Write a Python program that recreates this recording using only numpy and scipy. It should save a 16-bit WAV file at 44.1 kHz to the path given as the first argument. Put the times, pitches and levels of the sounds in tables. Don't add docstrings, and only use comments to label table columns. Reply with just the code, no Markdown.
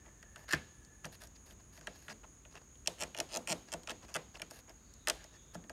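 import sys
import numpy as np
from scipy import signal
from scipy.fft import rfft, irfft
from scipy.io import wavfile
from scipy.ndimage import uniform_filter1d

SR = 44100
rng = np.random.default_rng(int(sys.argv[2]) if len(sys.argv) > 2 else 0)


def voltage_ratio(decibels):
    exponent = np.asarray(decibels, float) / 20
    return 10 ** exponent


def dump_mix(stems):
    frames = np.atleast_2d(stems).T
    limited = np.clip(frames, -1, 1)
    pcm = np.round(limited * 32767).astype(np.int16)
    wavfile.write(sys.argv[1], SR, pcm)


N = 252241

# centre in Hz, level in dB, t60 in seconds.
EDGE_BANDS = [(3900, -11.5, 0.039), (4500, -5, 0.0093), (5525, 0.5, 0.019), (6890, -0.5, 0.014),
              (8470, -2, 0.017), (10700, -31.5, 0.0027), (11950, -11, 0.014), (13800, -25, 0.0041),
              (14900, -50, .011)]
PANEL_BANDS = [(1183, -6, 0.034), (1365, -0.5, 0.044), (1824, -1, 0.032), (2590, -0.5, 0.018),
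               (3180, 0.5, 0.024)]
# frequency in Hz, level in dB, t60 in seconds.
HOLLOW_MODES = [(425, -10.5, 0.15), (336, -7, 0.12), (501, -11.5, 0.22), (612.6, 6, 0.046),
                (683, 0.5, 0.082), (875, 7.5, 0.02)]
TOOL_MODES = [(320, -3, 0.036), (405, -28, 0.11), (1600, -3, 0.078), (1800, -12, 0.065), (1750, 7.5, 0.034),
              (2060, -8, 0.062), (2360, -28, 0.045)]
# start in seconds, level in dB.
TOOL_POP = (.5336, -20)
# start in seconds, edge tick in dB, panel knock in dB, loudest knock mode in Hz, door hollow in dB.
GRIP_SLIPS = [(0.0601, -67, -57.5, 1960, -50), (0.2275, -50, -53, 1880, -52),
              (0.3593, -45, -43, 1530, -47.5), (0.4832, -66, -52, 1330, -46), (0.4897, -46, -48, 2000, -62),
              (0.5132, -40, -55, 1670, -60), (0.5249, -29.5, -36.5, 1770, -34.5),
              (0.5332, -28.5, -29, 1650, -29.5), (0.8483, -52, -76, 1770, -73),
              (1.045, -45, -40, 1650, -43), (1.0533, -36, -53, 1570, -37), (1.2184, -48, -50, 1530, -48),
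              (1.2367, -45.5, -57, 1510, -46.5), (1.2717, -48, -66, 1650, -59),
              (1.5087, -53, -54, 3100, -52.5), (1.7755, -52, -57, 1970, -48.5),
              (1.8107, -51, -56.5, 1550, -52), (1.8709, -40.5, -38, 1640, -34.5),
              (2.0818, -45, -44, 1680, -42.5), (2.0992, -48, -48, 1920, -59),
              (2.2369, -62, -57.5, 2560, -49), (2.4508, -64, -52, 2500, -50),
              (2.7551, -65, -63.5, 3180, -67), (2.8602, -43, -49, 2700, -46)]
ROCK_SLIPS = [(2.8735, -18.5, -28.5, 3020, -27.5), (3.0343, -31.5, -39, 2420, -38),
              (3.1467, -42, -39, 2460, -37.5), (3.4735, -32.5, -36.5, 2480, -36),
              (3.8328, -46, -56, 3220, -52), (3.8734, -40, -40, 2460, -38), (3.8874, -45, -42.5, 1300, -62),
              (3.8944, -39, -39, 3070, -38.5), (3.9053, -35, -38, 3220, -55),
              (3.9129, -45, -47, 1830, -35.5), (4.029, -68, -58, 1000, -56),
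              (4.1409, -31, -43.5, 2640, -58), (4.3539, -64, -47, 2650, -49),
              (4.3968, -46.5, -47.5, 1730, -41), (4.418, -33.5, -37, 2340, -39.5),
              (4.5096, -38.5, -54.5, 1300, -41), (4.694, -45.5, -58, 2650, -48),
              (4.9382, -45.5, -79, 3800, -80), (5.0721, -26.5, -29.5, 1824, -27),
              (5.2415, -45, -57, 1950, -46), (5.5461, -42, -50, 1300, -33.5), (5.552, -47, -47, 1680, -59),
              (5.6392, -57, -57, 1820, -50), (5.6955, -39, -44.5, 1630, -36.5)]


def slips():
    knock_cycles, hollow_lag_s, regrip_s, jerk_s = 73, 0.00487, 0.06, 0.00027
    out, hollow, last_s = np.zeros(N + SR), np.zeros(N + SR), -1
    rows = sorted(GRIP_SLIPS + ROCK_SLIPS + creaks())
    jerks = 0.18 * rng.standard_normal((len(rows), 64)) * np.exp(-np.arange(64) / (jerk_s * SR))
    for (s, tick_db, knock_db, hz, hollow_db), jerk in zip(rows, jerks):
        if s - last_s > regrip_s:
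            edge = rattle(EDGE_BANDS)
            panel = rattle([(f, db - 4 * abs(np.log2(f / hz)), t60) for f, db, t60 in PANEL_BANDS])
        last_s = s
        push = np.append(1, jerk)
        push = push / np.linalg.norm(push)
        plate = voltage_ratio(tick_db + 2.5) * edge + voltage_ratio(knock_db + 4.0) * panel
        add_at(out, s, np.convolve(push, plate))
        cluster = [(hz, 0, knock_cycles / hz), (1.19 * hz, -7, 0.025), (0.86 * hz, -9, 0.025)]
        add_at(out, s, voltage_ratio(knock_db + 0.5) * ring(cluster, 0.00018))
        hollow[int(s * SR) + int(hollow_lag_s * SR)] += voltage_ratio(hollow_db - 4.0)
    pop_s, pop_db = TOOL_POP
    add_at(out, pop_s, voltage_ratio(pop_db) * ring(TOOL_MODES, 0.0011))
    return out[:N] + strike(hollow, ring(HOLLOW_MODES, 0.00074))


# first slip in seconds, last slip in seconds, first tick in dB,
# last tick in dB, last knock in dB.
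CREAKS = [(2.5545, 2.576, -70, -67.5, -53.5), (2.9846, 3.0001, -50, -41, -52),
          (3.007, 3.0223, -34, -29, -39.5), (3.166, 3.201, -45, -27, -33.5),
          (3.29, 3.3031, -52, -56.5, -58.5), (3.304, 3.3704, -54, -26, -37.5),
          (3.4837, 3.5253, -34.5, -28, -36.5), (3.719, 3.737, -38, -28.5, -36.5),
          (4.0825, 4.1, -49.5, -54.5, -59), (4.1476, 4.163, -31.5, -28, -34),
          (5.0834, 5.098, -19, -20, -30.5)]
CREAK_SLIPS = (3, 3, 3, 4, 4, 10, 8, 3, 4, 3, 2)


def creaks():
    slowing_db = 36
    easing = 1.12
    knock_follows, knock_hz, hz_spread, scatter_db = 0.73, 2677, 0.046, 0.98
    hollow_db, hollow_top_db = 0, -28.5
    rows = []
    for (first_s, last_s, first_db, last_db, last_knock_db), count in zip(CREAKS, CREAK_SLIPS):
        gaps = np.exp((last_db - first_db) / slowing_db * np.linspace(0, 1, count - 1))
        s = first_s + (last_s - first_s) * np.append(0, np.cumsum(gaps)) / gaps.sum()
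        tick_db = last_db + (first_db - last_db) * np.linspace(1, 0, count) ** easing
        chance = rng.standard_normal((count, 4)).T
        scatter = scatter_db * chance[:3]
        knock_db = last_knock_db + knock_follows * (tick_db - last_db)
        door_db = tick_db + np.minimum(hollow_db, hollow_top_db - tick_db)
        hz = knock_hz * np.exp(hz_spread * chance[3])
        rows += zip(s, tick_db + scatter[0], knock_db + scatter[1], hz, door_db + scatter[2])
    return rows


def rattle(bands):
    travel_s = 0.00072
    t, y = np.arange(SR // 20) / SR, 0
    for (hz, db, t60), noise in zip(bands, rng.standard_normal((len(bands), len(t)))):
        lag_s = travel_s / np.sqrt(hz / 1000)
        fade = (1 - np.exp(-(t / lag_s) ** 2)) * 1000 ** (-t / t60)
        burst = fade * band(noise, hz, 0.21 * hz)
        y = y + voltage_ratio(db) * burst / np.linalg.norm(burst)
    return y / np.abs(y).max()


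def ring(modes, rise_s):
    t, y = np.arange(SR // 4) / SR, 0
    for k, (hz, db, t60) in enumerate(modes):
        y = y + (-1) ** k * voltage_ratio(db) * np.sin(2 * np.pi * hz * t) * 1000 ** (-t / t60)
    y = y * (1 - np.exp(-t / rise_s))
    return y / np.abs(y).max()


def strike(force, response):
    return signal.fftconvolve(force, response)[:N]


def add_at(out, s, sound):
    i = int(s * SR)
    out[i:i + len(sound)] += sound


def band(x, hz, width_hz):
    b, a = signal.iirpeak(hz, hz / width_hz, SR)
    return signal.lfilter(b, a, signal.lfilter(b, a, x))


def unit(x):
    return x / np.sqrt(np.mean(x ** 2))


def walk(rate_hz):
    k = int(SR / rate_hz)
    steps = np.repeat(rng.standard_normal(N // k + 1), k)
    return unit(uniform_filter1d(uniform_filter1d(steps, k), k)[:N])


# start in seconds, length in seconds, level in dB, weight on the door in dB.
TOOL_DRAGS = [(0.478, 0.04, -51.5, -9), (0.506, 0.015, -41.5, -15), (0.525, 0.0262, -41, -11)]
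SKIN_SLIDES = [(0.364, 0.084, -68.5, 6), (1.035, 0.038, -65, 7), (1.116, 0.041, -60, -3),
               (1.197, 0.061, -61, -1.5), (1.248, 0.025, -74, 0), (1.452, 0.082, -66, -1),
               (1.723, 0.072, -65.5, -1.5), (1.934, 0.16, -69, -2), (4.494, 0.11, -62, -1.5),
               (5.534, 0.026, -61, 0)]
EDGE_SCRAPES = [(1.35, 0.02, -62, -18), (1.592, 0.017, -68, 2.5), (1.814, 0.069, -68.5, 2),
                (1.866, 0.11, -69.5, -4), (2.088, 0.042, -52, 1.2), (2.51, 0.025, -66, -1.5),
                (2.536, 0.051, -64.5, 6.5), (2.612, 0.011, -70, 6), (3.671, 0.045, -64.5, 1.5),
                (3.893, 0.0277, -47, 0), (4.019, 0.037, -62.5, 3.5), (4.084, 0.052, -65, 3),
                (4.339, 0.038, -57, 1.5), (5.318, 0.053, -68.5, 1)]
PALM_PRESSES = [(0.041, 0.052, -73, 7.5), (0.529, 0.027, -64, 5), (0.581, 0.053, -79, 9),
                (2.231, 0.023, -84.5, 25.6), (2.973, 0.053, -71, 8), (4.676, 0.038, -66.5, 8.1),
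                (5.13, 0.12, -66, 1.3)]


def rubs():
    t = np.arange(N) / SR
    grit = rng.standard_normal(N) * voltage_ratio(3.35 * rng.exponential(size=N)) * voltage_ratio(1.4 * walk(150))
    sizzle = band(grit, 9000, 7000) + 0.9 * band(grit, 11500, 350)
    scrape = band(grit, 4600, 3500) + 1.3 * band(grit, 2650, 350)
    panel = band(grit, 1570, 1040) + 2.5 * band(grit, 1630, 190)
    hollow = band(grit, 720, 1570) + 0.0011 * strike(grit, ring(HOLLOW_MODES, 0.0038))
    # sizzle, scrape, panel in dB
    touches = ((TOOL_DRAGS, (-13.5, -0.54, 1.5)), (SKIN_SLIDES, (-1.5, 1, -5.5)),
               (EDGE_SCRAPES, (-22, 0.1, -8.5)), (PALM_PRESSES, (-14, -3, -0.67)))
    pressure = np.zeros((4, N))
    for rows, feeds_db in touches:
        for s, length_s, db, weight_db in rows:
            press = (t - s) / (0.18 * length_s)
            lift = (s + length_s - t) / (0.09 * length_s) + 0.5
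            touch = np.clip(np.minimum(press, lift), 0, 1)
            pressure += voltage_ratio(db + np.append(feeds_db, weight_db) - 0.5)[:, None] * touch
    return sum(p * unit(x) for p, x in zip(pressure, (sizzle, scrape, panel, hollow)))


# start in seconds, peak in dB, frequency in Hz.
THUMPS = [(0.534, -34.5, 152), (1.047, -43.5, 153.6), (1.876, -52, 195), (2.101, -52, 214),
          (2.876, -49.5, 173), (3.028, -49, 247), (3.181, -47.5, 283), (3.363, -47, 239), (3.503, -38, 169),
          (3.741, -45, 164.5), (3.897, -49.5, 236), (4.157, -45, 159), (4.425, -51, 169.5),
          (5.086, -53, 174), (5.554, -42, 172), (5.693, -55, 262)]
# start in seconds, peak in dB, frequency in Hz, t60 in seconds.
BUMPS = [(.4, -60, 110, .2), (.535, -45, 75, .35), (1.52, -58, 190, .15), (1.79, -54, 150, .15),
         (2.08, -56, 150, .15), (2.57, -60, 200, .15), (3.02, -53, 160, .2), (3.19, -54, 150, .2),
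         (3.36, -55, 160, .15), (4.03, -56, 170, .15), (5.638, -54, 170, .08)]


def thumps():
    thump_t60_s = 0.17
    out = np.zeros(N + SR)
    for s, db, hz, t60 in [(*row, thump_t60_s) for row in THUMPS] + BUMPS:
        modes = [(hz, 0, t60), (1.3 * hz, -6, 0.12), (0.818 * hz, -9, 0.15), (1.846 * hz, -8, 0.1)]
        add_at(out, s, voltage_ratio(db) * ring(modes, 0.01))
    return out[:N]


# band in Hz, level under the direct sound in dB, t60 in seconds.
GARAGE = [(232, -1, 0.38), (495, -3.5, 0.18), (753, -11.5, 0.42), (1300, -18.5, 0.48), (2020, -10.5, 0.18),
          (3220, -13.5, 0.69), (5500, -18.5, 0.3), (7600, -20, 0.41), (11000, -38, 0.1)]


def garage(x):
    out = 0
    for hz, db, t60 in GARAGE:
        keep = 1e6 ** (-1 / (t60 * SR))
        power = uniform_filter1d(band(x, hz, 0.44 * hz) ** 2, int(0.0012 * SR))
        power = signal.lfilter([1 - keep], [1, -keep], power)
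        level = np.sqrt(np.abs(np.roll(power, int(0.0019 * SR))))
        out = out + voltage_ratio(db) * level * unit(band(rng.standard_normal(N), hz, 1.04 * hz))
    return out


# frequency in Hz, density in dB per Hz.
AIR = [(28, -19), (42, 0.5), (58, 2), (85, -5.5), (290, -13.5), (700, -25), (1330, -25), (2500, -30.5),
       (5000, -37), (8000, -35.5), (10000, -34.5), (10600, -42), (16000, -41)]


def air():
    hz = np.maximum(np.fft.rfftfreq(N, 1 / SR), 1)
    air_hz, air_db = np.transpose(AIR)
    shape = voltage_ratio(np.interp(np.log(hz), np.log(air_hz), air_db))
    hiss = irfft(rfft(rng.standard_normal(N)) * shape, N)
    return voltage_ratio(-60.5 + 0.09 * walk(4.42)) * unit(hiss)


# centre in Hz, width in Hz, level in dB, swell in dB.
CHORUS = (6648, 534, -65, 0.5)
# centre in Hz, width in Hz, chirps per second, first chirp in seconds, level in dB.
CHIRPS = [(9700, 500, 4.5, .1, 0), (8800, 600, 3.1, .2, -4)]
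# time in seconds, level in dB.
CHIRP_DB = [(0, -82), (1, -81), (2, -82), (2.8, -83), (3.6, -87), (4.5, -91), (5.72, -88)]


def insects():
    t = np.arange(N) / SR
    hz, width_hz, db, swell_db = CHORUS
    out = voltage_ratio(db + swell_db * walk(21)) * unit(band(rng.standard_normal(N), hz, width_hz))
    chirp_db = np.interp(t, *np.transpose(CHIRP_DB))
    for hz, width_hz, rate_hz, first_s, db in CHIRPS:
        pulse = 0.12 + np.cos(np.pi * rate_hz * (t - first_s)) ** 2
        song = unit(band(rng.standard_normal(N), hz, width_hz))
        out = out + voltage_ratio(chirp_db + db + 1.2 * walk(3.1)) * pulse * song
    return out


# time in seconds, centre in Hz, level in dB.
WHINES = [
    [(0, 1740, -81), (.1, 1760, -71.5), (.45, 1735, -72), (.58, 1706, -62), (.75, 1725, -74),
     (.95, 1710, -68), (1.05, 1740, -84)],
    [(4.75, 4500, -91), (4.85, 4500, -77), (5.0, 4440, -86), (5.15, 4250, -92)],
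    [(4.75, 3900, -92), (4.85, 3900, -77), (5.1, 3740, -77), (5.3, 3750, -73), (5.4, 3530, -71),
     (5.53, 3530, -74), (5.62, 3570, -75)],
    [(5.305, 1750, -83), (5.33, 1824, -76), (5.365, 1814, -62), (5.38, 1820, -80)],
]
WHINE_WIDTH_HZ = (100, 500, 500, 120)


def whines():
    out, t = 0, np.arange(N) / SR
    for rows, width_hz in zip(WHINES, WHINE_WIDTH_HZ):
        s, hz, db = np.transpose(rows)
        slow = uniform_filter1d(rng.standard_normal((2, N)), int(SR / width_hz), axis=1)
        phase = 2 * np.pi * np.cumsum(np.interp(t, s, hz)) / SR
        tone = unit(slow[0] * np.cos(phase) + slow[1] * np.sin(phase))
        out = out + voltage_ratio(np.interp(t, s, db, -120, -120) + 2.3 * walk(11)) * tone
    return out


def scene():
    trim = slips() + rubs() + thumps()
    return (trim + garage(trim) + air() + insects() + whines())[None]


def roll_off(x):
    return signal.sosfilt(signal.butter(12, 15750, fs=SR, output="sos"), x)


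def record(dry):
    top_cut = signal.ellip(8, 0.2, 40, 15800, fs=SR, output="sos")
    bass_cut = signal.butter(6, 38, "high", fs=SR, output="sos")
    heard = signal.sosfilt(bass_cut, signal.sosfilt(top_cut, dry))
    return roll_off(heard)


dry = scene()
out = record(dry)
dump_mix(out)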